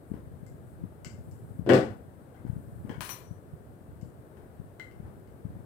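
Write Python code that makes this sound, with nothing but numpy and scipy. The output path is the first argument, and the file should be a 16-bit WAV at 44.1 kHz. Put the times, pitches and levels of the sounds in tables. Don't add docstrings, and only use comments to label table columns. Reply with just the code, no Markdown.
import sys
import numpy as np
from scipy import signal
from scipy.fft import rfft, irfft, next_fast_len
from scipy.io import wavfile
from scipy.ndimage import uniform_filter1d, map_coordinates

SR = 44100
rng = np.random.default_rng(int(sys.argv[2]) if len(sys.argv) > 2 else 0)


def output_pcm(signal):
    pcm = np.clip(np.atleast_2d(signal).T, -1, 1) * 32767
    wavfile.write(sys.argv[1], SR, np.round(pcm).astype(np.int16))


N = 249165
CLOCK_S = np.arange(N) / SR
EVENT_S = np.arange(int(.7 * SR)) / SR

# freq_hz, t60_s
ROOM_DECAY = [(100, 0.61), (400, 0.3), (1000, 0.51), (3000, 0.39), (8000, 0.44), (15000, 0.27)]
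# freq_hz, correlation
PORT_COHERENCE = [(60, 0.97), (150, 0.84), (300, 0.84), (640, 0.31), (1400, -0.37), (3000, 0.046)]
# freq_hz, gain_db
RIGHT_MUFFLE = [(100, 1), (400, -4), (700, -2.5), (1300, -12.5), (2400, -13.5), (4400, -20), (8000, -38),
                (15000, -21)]
PORT_LOW_CUT = [(15, -22), (30, -12), (50, -1.5), (70, -0.5)]

# freq_hz, level_db
HISS_SPECTRUM = [(1000, 11.5), (4000, 3.5), (6000, 0), (11000, 0.5), (13000, 6), (14500, 6.5), (16000, 0.5)]
FIZZ_SPECTRUM = [(5000, -35), (7000, -7), (8300, 3.5), (10000, 0.5), (11500, 0), (12600, -24), (13600, 4),
                 (15500, -10)]
AIR_SPECTRUM = [(30, -11), (100, 1.5), (200, -3), (370, -1.5), (600, -6), (1000, -15.5), (1600, -17.5),
                (2500, -33), (4000, -41), (8000, -51.5)]
RUMBLE_SPECTRUM = [(20, -41), (45, -21.5), (90, 0), (140, -5), (250, -14.5), (500, -43), (1500, -64.5)]
CLOTH_SPECTRUM = [(100, 8.5), (300, 5.5), (700, -4.5), (1500, -9.5), (3000, -27), (8000, -50), (16000, -45)]
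# start_s, end_s
FIZZ_SPANS = [(.07, .15), (.66, 0.75), (1.23, 1.61), (2.47, 2.93)]
# start_s, end_s, boost_db
RUMBLE_FLURRIES = [(.08, 0.93, 6.5), (1.043, 1.956, 9.5), (2.42, 3.023, 9.5), (3.892, 4.09, 6),
                   (4.964, 5.2, 5.5), (5.43, 5.7, 9)]
# centre_s, level_db, pitch_hz, port (0 left, 1 right)
LOUD_BUMPS = [(0.118, -16.5, 198, 0), (.84, -19.5, 171, 0), (1.596, -17.5, 160, 0), (2.452, -21.5, 218, 0),
              (2.501, -15, 119, 0), (2.567, -19.5, 144, 0), (2.852, -24, 197, 0), (2.903, -20, 220, 0),
              (2.983, -23, 120, 0), (3.313, -22, 131, 0), (3.539, -27, 119, 1), (4.032, -23, 143, 0),
              (4.601, -24, 129, 0), (5.003, -26.5, 139, 0), (5.455, -20, 148, 0)]
# centre_s, level_db, half_length_s
SLEEVE_RUSTLES = [(0.164, -46.5, 0.044), (0.853, -55, 0.033), (2.427, -55, 0.26), (2.878, -46, 0.034),
                  (4.427, -55.5, 0.24), (5.076, -50, 0.087), (5.538, -52.5, 0.073)]

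# freq_hz, level_db
THUD_SPECTRUM = [(30, -44), (60, -31), (90, -11.5), (170, -7), (260, -1.5), (350, 1.5), (520, 0), (640, -9),
                 (760, -9.5), (900, -21.5), (2000, -49), (6000, -84)]
CRACK_SPECTRUM = [(200, -13), (700, 3.5), (1200, 7), (2400, 2.5), (3400, -2.5), (4800, -4.5), (6500, -12.5),
                  (8000, -9.5), (10000, -21), (16000, -20.5)]
TICK_SPECTRUM = [(300, -11), (1000, 1), (1600, -1.5), (3000, -9), (4000, -2), (7500, -8.5), (9000, -9),
                 (13000, -22), (16000, -4)]
LANDING_SPECTRUM = [(200, 3), (700, -12.5), (1400, 8), (2700, 0), (4500, 0), (8500, -1), (11000, -8),
                    (16000, -1.5)]
# freq_hz, energy_db, t60_s
JAW_MODES = [(1515, -0.5, 0.02), (2100, 4.5, 0.022), (2260, 0.5, 0.0091), (2690, -1.5, 0.015),
             (3010, 0.5, 0.012), (3440, -10, 0.0065), (4610, -1, .012), (5090, -1, 0.025),
             (5780, -0.5, 0.0051), (7150, 3, 0.0067), (7700, 1, 0.01), (8340, -2.5, 0.0067),
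             (12500, -9.5, .008)]
HANDLE_MODES = [(1480, -11, 0.037), (1610, -9.5, 0.045), (2061, 1, 0.04), (2118, -3, 0.035),
                (3050, -15.5, 0.0099), (4010, -20.5, 0.021), (7660, -28.5, 0.012)]
NOSE_MODES = [(810, 3, 0.01), (1045, -2, 0.013), (1479, -0.5, 0.032), (1664, -0.5, 0.018),
              (1950, -3.5, 0.013), (2225, -6.5, 0.049), (2770, -8.5, 0.0063), (3130, -5.5, 0.015),
              (3484, -14.5, 0.03)]
SURFACE_MODES = [(823, -3.5, 0.022), (987, 3.5, 0.025), (1350, 7.5, 0.0052), (1680, 4.5, 0.013),
                 (2500, 0.5, 0.011), (2910, 2, 0.0095), (4420, -4.5, 0.0076), (4830, -6.5, 0.0066)]
# start_s, level_db, tilt_db_per_octave
JAW_SLIPS = [(0.465, -57, 10), (1.0468, -39, -0.5), (1.313, -57.5, 10), (4.013, -58.5, 5),
             (4.9117, -56.5, -8.5), (5.2739, -63, -6)]
# start_s, level_db, tilt_db_per_octave
HANDLE_STOPS = [(.4643, -60.5, -13), (2.364, -57, -4), (4.7975, -36, 2.5)]
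# start_s, clack_db, tilt_db_per_octave, thud_db
NOSE_SHIFTS = [(0.1372, -50, -6, -43), (2.3437, -54, -4, -64), (2.465, -51, -6.5, -57),
               (2.894, -38.5, 0.5, -42.5), (2.912, -40, -2.5, -41), (4.37, -51.5, -5, -73),
               (5.0638, -62, -5, -72)]

# freq_hz, struck_at_tip_db, struck_at_middle_db, t60_s
STEM_MODES = [(2374, -17, -16, .28), (4183, -18, -17, .22), (5891, -14, -5, .33), (8565, -19, -20, .28),
              (9868, -1, -12, .32), (12020, -22, -8, .19), (13484, -1, 0, .2)]
# start_s, clack_db, tick_db, ring_db, strike_point (0 tip, 1 middle)
STEM_LANDINGS = [(3.0074, -29.5, -33.5, -37, 0.29), (3.021, -46, -43, -42, 0.2),
                 (3.051, -48, -38.5, -47, 0.8), (3.0924, -35.5, -34, -34.5, 1)]
# start_s, thud_db, clack_db, crack_db, first_gap_s, rebound_loss_db
SNAP_JOLTS = [(1.6636, -22.5, -44.5, -48.5, .009, 5), (1.692, -11.5, -19.5, -27, 0.0084, 2.5),
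              (1.735, -12.5, -26.5, -22.5, .013, 8.5)]
# freq_hz, level_db, t60_s, swell_s
HULL_MODES = [(92, -34, .7, .06), (129, -16.5, .36, .02), (146, -28, .45, .05), (212, -21, .33, .03),
              (252, -15, .22, .03), (305, -16, .3, .025), (350, -4, .19, .016), (393, -9, .23, .03),
              (419, -10, .23, .03), (521, -1, .25, .06), (549, -14, .25, .04), (611, -23, .27, .03),
              (659, -22, .28, .03), (745, -21, .32, .04), (865, -34, .45, .04), (1164, -30, .3, .025),
              (1503, -23, .3, .025), (1873, -26, .22, .05)]
# start_s, level_db
HULL_BOOMS = [(1.661, -13.5), (1.6917, 0)]


def amp(db):
    return 10 ** (np.asarray(db) / 20)


def unit_rms(x):
    return x / np.sqrt(np.mean(x ** 2) + 1e-20)


def unit_burst(x):
    return x / np.linalg.norm(x) * np.sqrt(SR / 100)


def curve_at(points, hz):
    knots_hz, values = np.transpose(points)
    return np.interp(np.log(hz + 1), np.log(knots_hz + 1), values)


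def add(track, start_s, x):
    start = max(round(start_s * SR), 0)
    track[..., start:start + x.shape[-1]] += x[..., :N - start]


def colour(x, spectrum):
    size = next_fast_len(x.shape[-1] + 8192)
    gain = amp(curve_at(spectrum, np.fft.rfftfreq(size, 1 / SR)))
    return irfft(rfft(x, size) * gain, size)[..., :x.shape[-1]]


def gate(start_s, end_s, ramp_s):
    return np.clip(np.minimum(CLOCK_S - start_s, end_s - CLOCK_S) / ramp_s + .5, 0, 1)


def wobble(knots_per_s):
    return map_coordinates(rng.standard_normal(256), [EVENT_S * knots_per_s], mode="mirror")


def diffuse_noise(size):
    coherence = curve_at(PORT_COHERENCE, np.fft.rfftfreq(size, 1 / SR))
    angle = np.arccos(np.clip(coherence, -1, 1)) / 2
    mid, side = irfft(rfft(rng.standard_normal((2, size))) * [np.cos(angle), np.sin(angle)], size)
    return np.array([mid + side, mid - side])


def impact(spectrum, size=4096):
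    cepstrum = irfft(np.log(amp(curve_at(spectrum, np.fft.rfftfreq(size, 1 / SR)))))
    cepstrum[1:size // 2] *= 2
    cepstrum[size // 2 + 1:] = 0
    pulse = irfft(np.exp(rfft(cepstrum)))
    return unit_burst(np.pad(pulse, (0, len(EVENT_S) - size)))


def ring(hz, t60_s):
    return np.sin(2 * np.pi * hz * EVENT_S) * amp(-60 * EVENT_S / t60_s)


def struck(modes, tilt_db_per_octave=0):
    return unit_burst(sum(
        (-1) ** k * amp(db + tilt_db_per_octave * np.log2(hz / SR)) * ring(hz, t60_s) / np.sqrt(t60_s)
        for k, (hz, db, t60_s) in enumerate(modes)))


def in_room(x, wet_db, t60_scale=1, build_s=.0013):
    hz, time_s, noise = signal.stft(diffuse_noise(len(EVENT_S)), SR, nperseg=256)
    decay = amp(-60 * time_s / (t60_scale * curve_at(ROOM_DECAY, hz)[:, None]))
    response = signal.istft(noise * decay, SR, nperseg=256)[1][:, :len(EVENT_S)]
    response *= 1 - np.exp(-EVENT_S / build_s)
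    response *= amp(wet_db) / np.linalg.norm(response[0])
    response[0, 0] += 1
    response[1, 3] += 1
    return signal.fftconvolve(x[None], response, axes=1) / np.hypot(1, amp(wet_db))


def microphone_hiss(hiss_db=-72, fizz_db=-71, step_db=4):
    hiss = amp(hiss_db) * unit_rms(colour(rng.standard_normal((2, N)), HISS_SPECTRUM))
    spells = sum(gate(start_s, end_s, ramp_s=.03) for start_s, end_s in FIZZ_SPANS)
    fizz = unit_rms(colour(rng.standard_normal(N), FIZZ_SPECTRUM))
    hiss[0] += amp(fizz_db + step_db * spells) * fizz
    return hiss


def room_air(level_db=-51):
    return amp(level_db) * unit_rms(colour(diffuse_noise(N), AIR_SPECTRUM))


def port_bumps(calm_db=-57.5, lump_db=4, small_count=44, small_hz=129, width_cycles=.41, lead_s=.03):
    flurry_db = sum(db * gate(start_s, end_s, ramp_s=.047) for start_s, end_s, db in RUMBLE_FLURRIES)
    bed_db = calm_db + flurry_db
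    slow_noise = colour(rng.standard_normal((2, N)), [(1, -1), (25, 12.5), (70, -49), (200, -120)])
    lumps = amp(lump_db * unit_rms(slow_noise))
    rumble = unit_rms(lumps * colour(rng.standard_normal((2, N)), RUMBLE_SPECTRUM))
    out = rumble * amp(bed_db) * amp([[5], [1]])
    trailing = [(centre_s + .022 * rng.uniform(.475, 1.51), db - 8, hz, port)
                for centre_s, db, hz, port in LOUD_BUMPS]
    small = []
    for k, (when, size, pitch, side) in enumerate(rng.random((small_count, 4))):
        centre_s = (k + when) / small_count * N / SR
        db = np.interp(centre_s, CLOCK_S, bed_db) + 17.5 + 7.5 * (size - .5)
        small.append((centre_s, db, small_hz * 2 ** (pitch - .5), side > .7))
    for centre_s, db, hz, port in LOUD_BUMPS + trailing + small:
        cycles = (EVENT_S - lead_s) * hz
        swing = np.cos(2 * np.pi * (cycles + rng.random()))
        envelope = (1 + (cycles / width_cycles) ** 2) ** -1.27
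        add(out[int(port)], centre_s - lead_s, amp(db) * envelope * swing)
    return out


def sleeves(grain_db=1.8):
    envelope = sum(amp(db) * np.exp(-((CLOCK_S - centre_s) / half_s) ** 2)
                   for centre_s, db, half_s in SLEEVE_RUSTLES)
    grain = amp(grain_db * unit_rms(uniform_filter1d(rng.standard_normal(N), size=200)))
    return envelope * unit_rms(grain * colour(diffuse_noise(N), CLOTH_SPECTRUM))


def gun_clicks():
    out = np.zeros((2, N))
    tick, thud = impact(TICK_SPECTRUM), impact(THUD_SPECTRUM)
    for start_s, db, tilt in JAW_SLIPS:
        click = struck(JAW_MODES, tilt) + amp(-14.5) * tick
        add(out, start_s, amp(db) * in_room(click, wet_db=4, t60_scale=.85))
    for start_s, db, tilt in HANDLE_STOPS:
        click = struck(HANDLE_MODES, tilt) + amp(-14) * tick
        add(out, start_s, amp(db) * in_room(click, wet_db=2, t60_scale=.75))
    for start_s, clack_db, tilt, thud_db in NOSE_SHIFTS:
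        clack = struck(NOSE_MODES, tilt) + amp(-12) * tick
        knock = amp(clack_db) * clack + amp(thud_db) * thud
        add(out, start_s, in_room(knock, wet_db=5, t60_scale=.91))
    return out


def stem_drop(flutter_db=5.5, swell_s=.0034):
    out = np.zeros((2, N))
    for start_s, clack_db, tick_db, ring_db, strike_point in STEM_LANDINGS:
        steel = np.zeros_like(EVENT_S)
        for hz, tip_db, middle_db, t60_s in STEM_MODES:
            mode_db = np.interp(strike_point, [0, 1], [tip_db, middle_db])
            steel += amp(mode_db + flutter_db * wobble(knots_per_s=70)) * ring(hz, t60_s)
        steel *= 1 - np.exp(-EVENT_S / swell_s)
        add(out, start_s, amp(ring_db) * in_room(steel, wet_db=-5))
        contact = amp(clack_db) * struck(SURFACE_MODES) + amp(tick_db) * impact(LANDING_SPECTRUM)
        add(out, start_s, in_room(contact, wet_db=4.5))
    return out


def rivet_snap(rebounds=3, gap_growth=1.12, dulling_db=3):
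    out = np.zeros((2, N))
    thud, clack, crack = impact(THUD_SPECTRUM), struck(NOSE_MODES), impact(CRACK_SPECTRUM)
    for start_s, thud_db, clack_db, crack_db, gap_s, loss_db in SNAP_JOLTS:
        for k in range(rebounds + 1):
            strength = amp(-loss_db * k)
            add(out, start_s, strength * amp(thud_db) * in_room(thud, wet_db=8.5, t60_scale=.93))
            snap = amp(clack_db) * clack + amp(crack_db - dulling_db * k) * crack
            add(out, start_s, strength * in_room(snap, wet_db=6.5, t60_scale=.82))
            start_s += gap_s * gap_growth ** k
    return out


def hull_boom():
    out = np.zeros((2, N))
    boom = sum(amp(db) * ring(hz, t60_s) * (1 - np.exp(-(EVENT_S / swell_s) ** 2))
               for hz, db, t60_s, swell_s in HULL_MODES)
    for start_s, db in HULL_BOOMS:
        add(out, start_s, amp(db) * in_room(boom, wet_db=-26))
    return out


def scene():
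    return rivet_snap() + hull_boom() + gun_clicks() + stem_drop() + sleeves() + room_air() + port_bumps()


def record(dry):
    ports = np.array([dry[0], colour(dry[1], RIGHT_MUFFLE)])
    heard = colour(ports, PORT_LOW_CUT) + microphone_hiss()
    size = next_fast_len(N + 8192)
    passband = np.fft.rfftfreq(size, 1 / SR) < 15900
    return irfft(rfft(heard, size) * passband, size)[:, :N]


dry = scene()
out = record(dry)
output_pcm(out)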